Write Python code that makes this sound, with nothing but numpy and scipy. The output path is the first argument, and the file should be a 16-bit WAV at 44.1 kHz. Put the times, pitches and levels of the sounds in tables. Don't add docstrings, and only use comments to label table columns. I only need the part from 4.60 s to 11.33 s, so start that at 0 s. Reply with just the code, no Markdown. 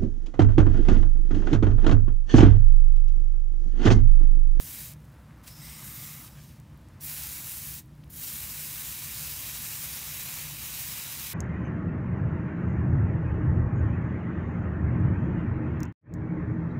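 import sys
import numpy as np
from scipy import signal
from scipy.fft import rfft, irfft
from scipy.io import wavfile
from scipy.ndimage import uniform_filter1d

SR = 44100
rng = np.random.default_rng(int(sys.argv[2]) if len(sys.argv) > 2 else 0)


def rack_gain(trim_db):
    fader = np.asarray(trim_db, float)
    return 10 ** (fader / 20)


def generate_wav(signal):
    frames = np.transpose(np.atleast_2d(signal))
    scaled = np.clip(frames, -1, 1) * 32767
    pcm = np.round(scaled).astype(np.int16)
    wavfile.write(sys.argv[1], SR, pcm)


N = 296969
EDGE_HZ = 15720


def unit_rms(x):
    return x / np.sqrt(np.mean(x ** 2) + 1e-20)


def read_spectrum(points, hz):
    point_hz, level_db = np.transpose(points)
    return np.interp(np.log(hz + 1), np.log(point_hz + 1), level_db)


def modal_lift(modes, hz):
    return sum(db / (1 + (2 * (hz - centre_hz) / width_hz) ** 2) for centre_hz, width_hz, db in modes)


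def hump(hz, centre_hz, octaves):
    return np.exp(-.5 * (np.log2((hz + 1) / centre_hz) / octaves) ** 2)


def drift(per_s):
    hz = np.fft.rfftfreq(N, 1 / SR)
    return unit_rms(irfft(rfft(rng.standard_normal(N)) * hz * np.exp(-(hz / per_s) ** 2), N))


def passing_changes(t, events):
    return sum(db * np.exp(-((t - at) / length) ** 2) for at, length, db in events)


def add(mix, s, sound):
    part = mix[round(s * SR):][:len(sound)]
    part += sound[:len(part)]


# start_s, boiling_db, wetness_db
PRESS_TABLES = [
    [(0.0, -40.5, -10.5), (0.01, -43, -13.5), (0.226, -42, -14), (0.288, -46, -12), (0.326, -53, -7.5),
     (0.37, -92, 11)],
    [(0.9, -62, -6.5), (1.048, -48.5, -9.5), (1.226, -49.5, -8.5), (1.246, -43.5, -15), (1.5, -45, -10.5),
     (1.674, -51, -11), (1.69, -56, -8)],
    [(1.69, -56.5, -14), (1.79, -63.5, 0.5), (1.84, -60.5, -6), (1.864, -62, -5), (1.872, -60, -11),
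     (1.906, -66.5, -1), (1.97, -70, -2)],
    [(2.39, -99, 2), (2.408, -50, -14), (2.434, -39, -18), (2.494, -39.5, -11.5), (3.144, -40.5, -13.5),
     (3.192, -44.5, -12), (3.23, -68, -8)],
    [(3.49, -81, -9), (3.51, -52, -19), (3.54, -46, -16.5), (3.64, -38, -14), (3.95, -39, -11.5),
     (5.82, -40, -8), (5.93, -44, -7), (6.03, -41, -8), (6.73, -40.5, -7)],
]
# start_s, length_s, boiling_db
EDGE_DABS = [
    (0.84, 0.011, -58),
    (0.878, 0.029, -49),
    (3.504, 0.0087, -49),
]
# centre_s, length_s, change_db
GRIP_SHIFTS = [
    (2.81, .06, -1.5),
    (3.89, 0.067, -2),
    (4.456, .1, -1.5),
    (4.64, .1, 0.9),
    (5.47, .08, -1),
    (6.055, .02, 1.5),
    (6.2, 0.027, 3),
    (6.24, .02, 0.5),
    (6.342, 0.061, 2),
    (6.47, .04, -1),
]


def boiling(t):
    boil_db = np.full(N, -110.)
    for rows in PRESS_TABLES:
        s, db, _ = np.transpose(rows)
        dying_s = s[-1] + .1
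        boil_db = np.maximum(boil_db, np.interp(t, [*s, dying_s], [*db, -110], left=-110))
    for s, length, db in EDGE_DABS:
        edge = np.maximum((s - t) / .25, t - s) / length
        boil_db = np.maximum(boil_db, db - 4.5 * edge)
    s, _, wet_db = np.transpose(sum(map(list, PRESS_TABLES), []))
    shift_db = passing_changes(t, GRIP_SHIFTS)
    surge_db = .5 * drift(15.7)
    usual_wet_db = -10.5
    wetness_db = np.interp(t, s, wet_db) - usual_wet_db - 0.43 * shift_db
    return boil_db + shift_db + surge_db, wetness_db


def patchwork(shape, across_pitch):
    chance = rng.standard_normal(shape[::-1]).T
    across = uniform_filter1d(chance, size=across_pitch, axis=0)
    return unit_rms(uniform_filter1d(across, size=30, axis=1))


# frequency_hz, density_db_per_hz
FIZZ_SPECTRUM = [(240, -64), (400, -15.5), (488, -13), (727, -14), (1020, -7), (1300, -10.5), (2370, -4.5),
                 (3870, -8.5), (11700, -2.5), (14200, 1), (15600, 0.5)]
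# frequency_hz, width_hz, lift_db
BENCH_MODES = [(1010, 47, -4.5), (1290, 30, -1), (1480, 68, 1), (1700, 69, 1), (2620, 80, 0.5),
               (3290, 32, 1), (3860, 53, 9.5)]
# time_s, depth_db
PORE_RINGING = [
    (.85, .5),
    (.95, 1.5),
    (1.6, 1.2),
    (1.72, 2.2),
    (1.98, 2.2),
    (2.3, .6),
]


def steam():
    t = np.arange(N) / SR
    boil_db, wet_db = boiling(t)
    spread_db = 3 + 0.045 * np.maximum(-41 - boil_db, 0)
    sizes = rack_gain(np.clip(spread_db, 0, 6) * np.minimum(rng.exponential(1, N), 5))
    bubbles_per_s = 9000
    bursts = sizes * rng.choice([-1., 1.], N) * (rng.random(N) < bubbles_per_s / SR)
    bursts = bursts / np.sqrt(uniform_filter1d(bursts ** 2, size=4410) + 1e-9)
    drive = rack_gain(-4.0) * bursts + rack_gain(-3.0) * rng.standard_normal(N)
    hz, frames, z = signal.stft(drive, SR, nperseg=512, noverlap=384)

    wet = np.interp(frames, t, wet_db)
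    sputter = hump(hz, 2400, .55)[:, None] * wet
    body = hump(hz, 5500, .55)[:, None] * (2.13 + 0.47 * wet)
    gurgle = np.maximum(hump(hz, 1000, .4), hz < 1000)[:, None] * (-1 + 1.1 * wet)
    wetness = np.clip(sputter + body + gurgle, -25, 25)

    shape = (len(hz), len(frames))
    patches = patchwork(shape, 8)
    pores = patchwork(shape, 3) * np.interp(frames, *np.transpose(PORE_RINGING))
    flutter = unit_rms(uniform_filter1d(rng.standard_normal(len(frames)), size=3))
    plain = read_spectrum(FIZZ_SPECTRUM, hz) + modal_lift(BENCH_MODES, hz) - 60 * (hz > EDGE_HZ)
    colour = rack_gain(plain[:, None] + wetness + pores + 0.73 * patches + 0.42 * flutter)
    fizz = signal.istft(z * colour, SR, nperseg=512, noverlap=384)[1][:N]
    return rack_gain(boil_db + 6.5) * fizz


# frequency_hz, density_db_per_hz
AIR_SPECTRUM = [(15, -30), (25, -17), (66, -2.5), (129, 0), (314, -13), (400, -19.5), (633, -17),
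                (724, -24.5), (923, -20), (1420, -43), (1670, -27), (3020, -30), (6950, -36), (9350, -37.5),
                (15600, -39.5)]
# frequency_hz, width_hz, lift_db
ROOM_MODES = [(58, 14, 8), (68, 12, 7), (90, 12, 5), (116, 10, 6), (135, 8, 5), (148, 9, 12), (160, 8, 5),
              (186, 10, 4), (210, 18, 5), (241, 12, 6), (305, 16, 8), (331, 8, 6), (499, 20, 4),
              (1220, 40, 3), (2100, 40, 3)]


def ventilation(fizz):
    back_s = 0.43
    keep = np.exp(-1 / (back_s * SR))
    loud = signal.lfilter([1 - keep], [1, -keep], abs(fizz))
    duck = rack_gain(-4.5 * loud / loud.max())
    hz = np.fft.rfftfreq(N, 1 / SR)
    colour = rack_gain(read_spectrum(AIR_SPECTRUM, hz) + modal_lift(ROOM_MODES, hz))
    air = rfft(rng.standard_normal(N)) * colour * (hz < EDGE_HZ + 150)
    thin = irfft(air * (hz > 400), N)
    whole = irfft(air, N)
    return rack_gain(-48.5) * (whole + (duck - 1) * thin) / whole.std()


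def add_snap(mix, s, peak_db, hz):
    cycles = np.arange(64) / SR * hz * 1.15
    turn = rng.uniform(-0.12, 1.0)
    snap = np.sin(2 * np.pi * cycles + turn) * cycles * np.exp(-2.4 * cycles)
    snap = snap - snap.mean()
    snap = snap + .25 * np.roll(snap, shift=17)
    add(mix, s - .0001, rack_gain(peak_db) * snap / abs(snap).max())


# start_s, peak_db
LARGE_BUBBLES = [(.0054, -28), (.2586, -27), (.2834, -26), (.3168, -30), (2.4159, -30), (2.4362, -25),
                 (2.4465, -24), (2.5398, -22), (2.5862, -18), (2.594, -22), (2.636, -21), (2.6708, -19),
                 (2.731, -20), (2.8454, -21), (2.8712, -22), (2.896, -20), (2.9182, -22), (2.9843, -22),
                 (3.073, -23), (3.1223, -23), (3.1557, -23), (3.6768, -21), (3.7357, -20), (4.5475, -22),
                 (5.6347, -19), (5.741, -17), (5.751, -21), (6.4387, -18), (6.6702, -21)]


def bubble_pops(mix):
    for s, peak_db in LARGE_BUBBLES:
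        add_snap(mix, s, peak_db, rng.uniform(10000, 12000))


# start_s,
# peak_db, pitch_hz
PITCHED_SNAPS = [(.3361, -33, 8150), (0.7088, -47, 1490), (.8365, -45, 9000), (0.875, -32, 8000),
                 (.878, -34, 7100), (0.8791, -31.5, 4760), (0.8854, -32, 7600), (1.679, -40, 3200),
                 (2.2868, -46, 7400), (2.4099, -35, 9000), (3.4386, -46, 3060), (3.435, -53, 2500),
                 (3.441, -55, 1500), (2.0005, -44, 6000)]


def pitched_snaps(mix):
    for s, peak_db, pitch_hz in PITCHED_SNAPS:
        add_snap(mix, s, peak_db, pitch_hz)


# start_s, film_db, rustle_db
OFF_ROD = [
    (.35, -71.5, -67.5),
    (2.0, -79, -69),
    (3.22, -75, -72),
]
# centre_s, length_s, rustle_db
HAND_SWINGS = [
    (0.564, .04, 3),
    (.71, 0.036, 2),
    (2.144, 0.04, 2.5),
    (2.31, 0.036, 0),
    (3.47, .05, 1),
]


def between_presses():
    s, film_db, rustle_db = np.transpose(OFF_ROD)
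    t, hz = np.arange(N) / SR, np.fft.rfftfreq(N, 1 / SR)
    sizes = rack_gain(5.2 * np.minimum(rng.exponential(1, N), 4))
    ticks = sizes * np.clip(rng.standard_normal(N), -2, 2) * (rng.random(N) < .12)
    film = unit_rms(irfft(rfft(ticks) * hump(hz, 13000, 0.97) * (hz < EDGE_HZ + 150), N))
    rustle = unit_rms(irfft(rfft(rng.standard_normal(N)) * hump(hz, 1090, 0.68), N))
    gap = np.searchsorted(s[1:] - .2, t)
    since = np.clip(t - s[gap], 0, .5)
    film_level_db = film_db[gap] - 18 * since + .7 * drift(9)
    rustle_level_db = rustle_db[gap] + 9.5 * since + 1.2 * drift(9) + passing_changes(t, HAND_SWINGS)
    return film * rack_gain(film_level_db) + rustle * rack_gain(rustle_level_db)


# start_s, peak_db
LAST_DROPS = [(.4438, -51), (.4908, -52), (.522, -46), (.7615, -53), (.7732, -50), (1.9, -44),
              (1.9271, -48), (1.9733, -51), (2.0002, -41), (2.005, -52), (2.015, -50), (2.076, -54),
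              (2.1, -51), (2.1753, -43), (2.1762, -48), (2.215, -51), (2.3346, -52), (3.2499, -47),
              (3.2588, -53), (3.293, -50), (3.3526, -49), (3.363, -50), (3.3779, -49), (3.4146, -53),
              (3.444, -43.5), (3.4783, -46.5), (3.497, -54)]


def spitting_drops(mix):
    for s, peak_db in LAST_DROPS:
        add_snap(mix, s, peak_db, rng.uniform(10500, 13000))


def resonate(x, hz, width_hz):
    turn = np.exp(2j * np.pi * np.cumsum(hz) / SR)
    r = np.exp(-np.pi * width_hz / SR)
    return 2 * (turn * signal.lfilter([1 - r], [1, -r], x / turn)).real


# start_s, length_s, pitch_hz, glide_hz, level_db
PORE_JETS = [
    (.87, 0.35, 5060, 60, -63),
    (0.88, .34, 5340, 330, -62.5),
    (.98, 0.24, 8350, 250, -59),
    (.98, 0.67, 2070, 38, -62),
    (1.2, .13, 1645, 5, -62),
    (1.12, 0.59, 1210, 15, -66),
    (1.04, .18, 3150, 50, -67),
    (1.1, 0.25, 8400, -50, -62),
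    (1.74, .2, 5100, 10, -82),
]


def steam_jets(mix):
    for start, length, hz, glide, db in PORE_JETS:
        t = np.arange(0, length, 1 / SR)
        pitch = (hz + glide * t / length) * (1 + .014 * drift(17)[:len(t)])
        width_hz = min(450, .15 * hz)
        whistle = resonate(rng.standard_normal(len(t)), pitch, width_hz)
        whistle = resonate(whistle, pitch, width_hz)
        opening = np.clip(np.minimum(t / .04, (length - t) / .06), 0, 1)
        level_db = db - 12 * (1 - opening) + drift(23)[:len(t)] + 2
        add(mix, start, rack_gain(level_db) * unit_rms(whistle))


def scene():
    fizz = steam()
    mix = fizz + ventilation(fizz) + between_presses()
    bubble_pops(mix)
    pitched_snaps(mix)
    spitting_drops(mix)
    steam_jets(mix)
    return np.array([mix, mix])


# time_s, low_hz, high_hz, level_db
CHANNEL_SPLITS = [(.07, 5600, 7800, -59), (1.81, 5100, 7000, -71), (2.25, 4600, 5800, -86),
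                  (3.9, 4100, 6400, -55), (3.9, 10300, 12600, -52), (3.9, 13000, 15500, -50),
                  (3.97, 7500, 9100, -55), (3.97, 12300, 14000, -52), (4.06, 8200, 9900, -54),
                  (4.94, 6800, 8400, -56), (6.22, 8200, 10500, -52), (6.22, 12300, 14700, -50),
                  (6.31, 4600, 5800, -58), (6.52, 5000, 6400, -58), (6.52, 14400, 15800, -55),
                  (6.61, 12300, 14000, -52)]


def channel_difference():
    side = np.zeros(N)
    hz = (np.arange(1024) + .5) * SR / 2048
    window = signal.windows.cosine(2048)
    for s, low_hz, high_hz, db in CHANNEL_SPLITS:
        start = round((s * SR - 143) / 1024 - 1) * 1024 + 143
        lines = np.flatnonzero((hz > low_hz) & (hz < high_hz))
        waves = window * np.cos(np.pi / 1024 * np.outer(lines + .5, np.arange(2048) + 512.5))
        noise = rng.standard_normal(1024)[lines] @ waves
        add(side, start / SR, rack_gain(db) * unit_rms(noise))
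    return np.array([side, -side])


def band_limit(x):
    return signal.sosfilt(signal.butter(12, 15800, fs=SR, output="sos"), x)


def record(dry):
    mix = dry + channel_difference()
    return band_limit(mix)


dry = scene()
out = record(dry)
generate_wav(out)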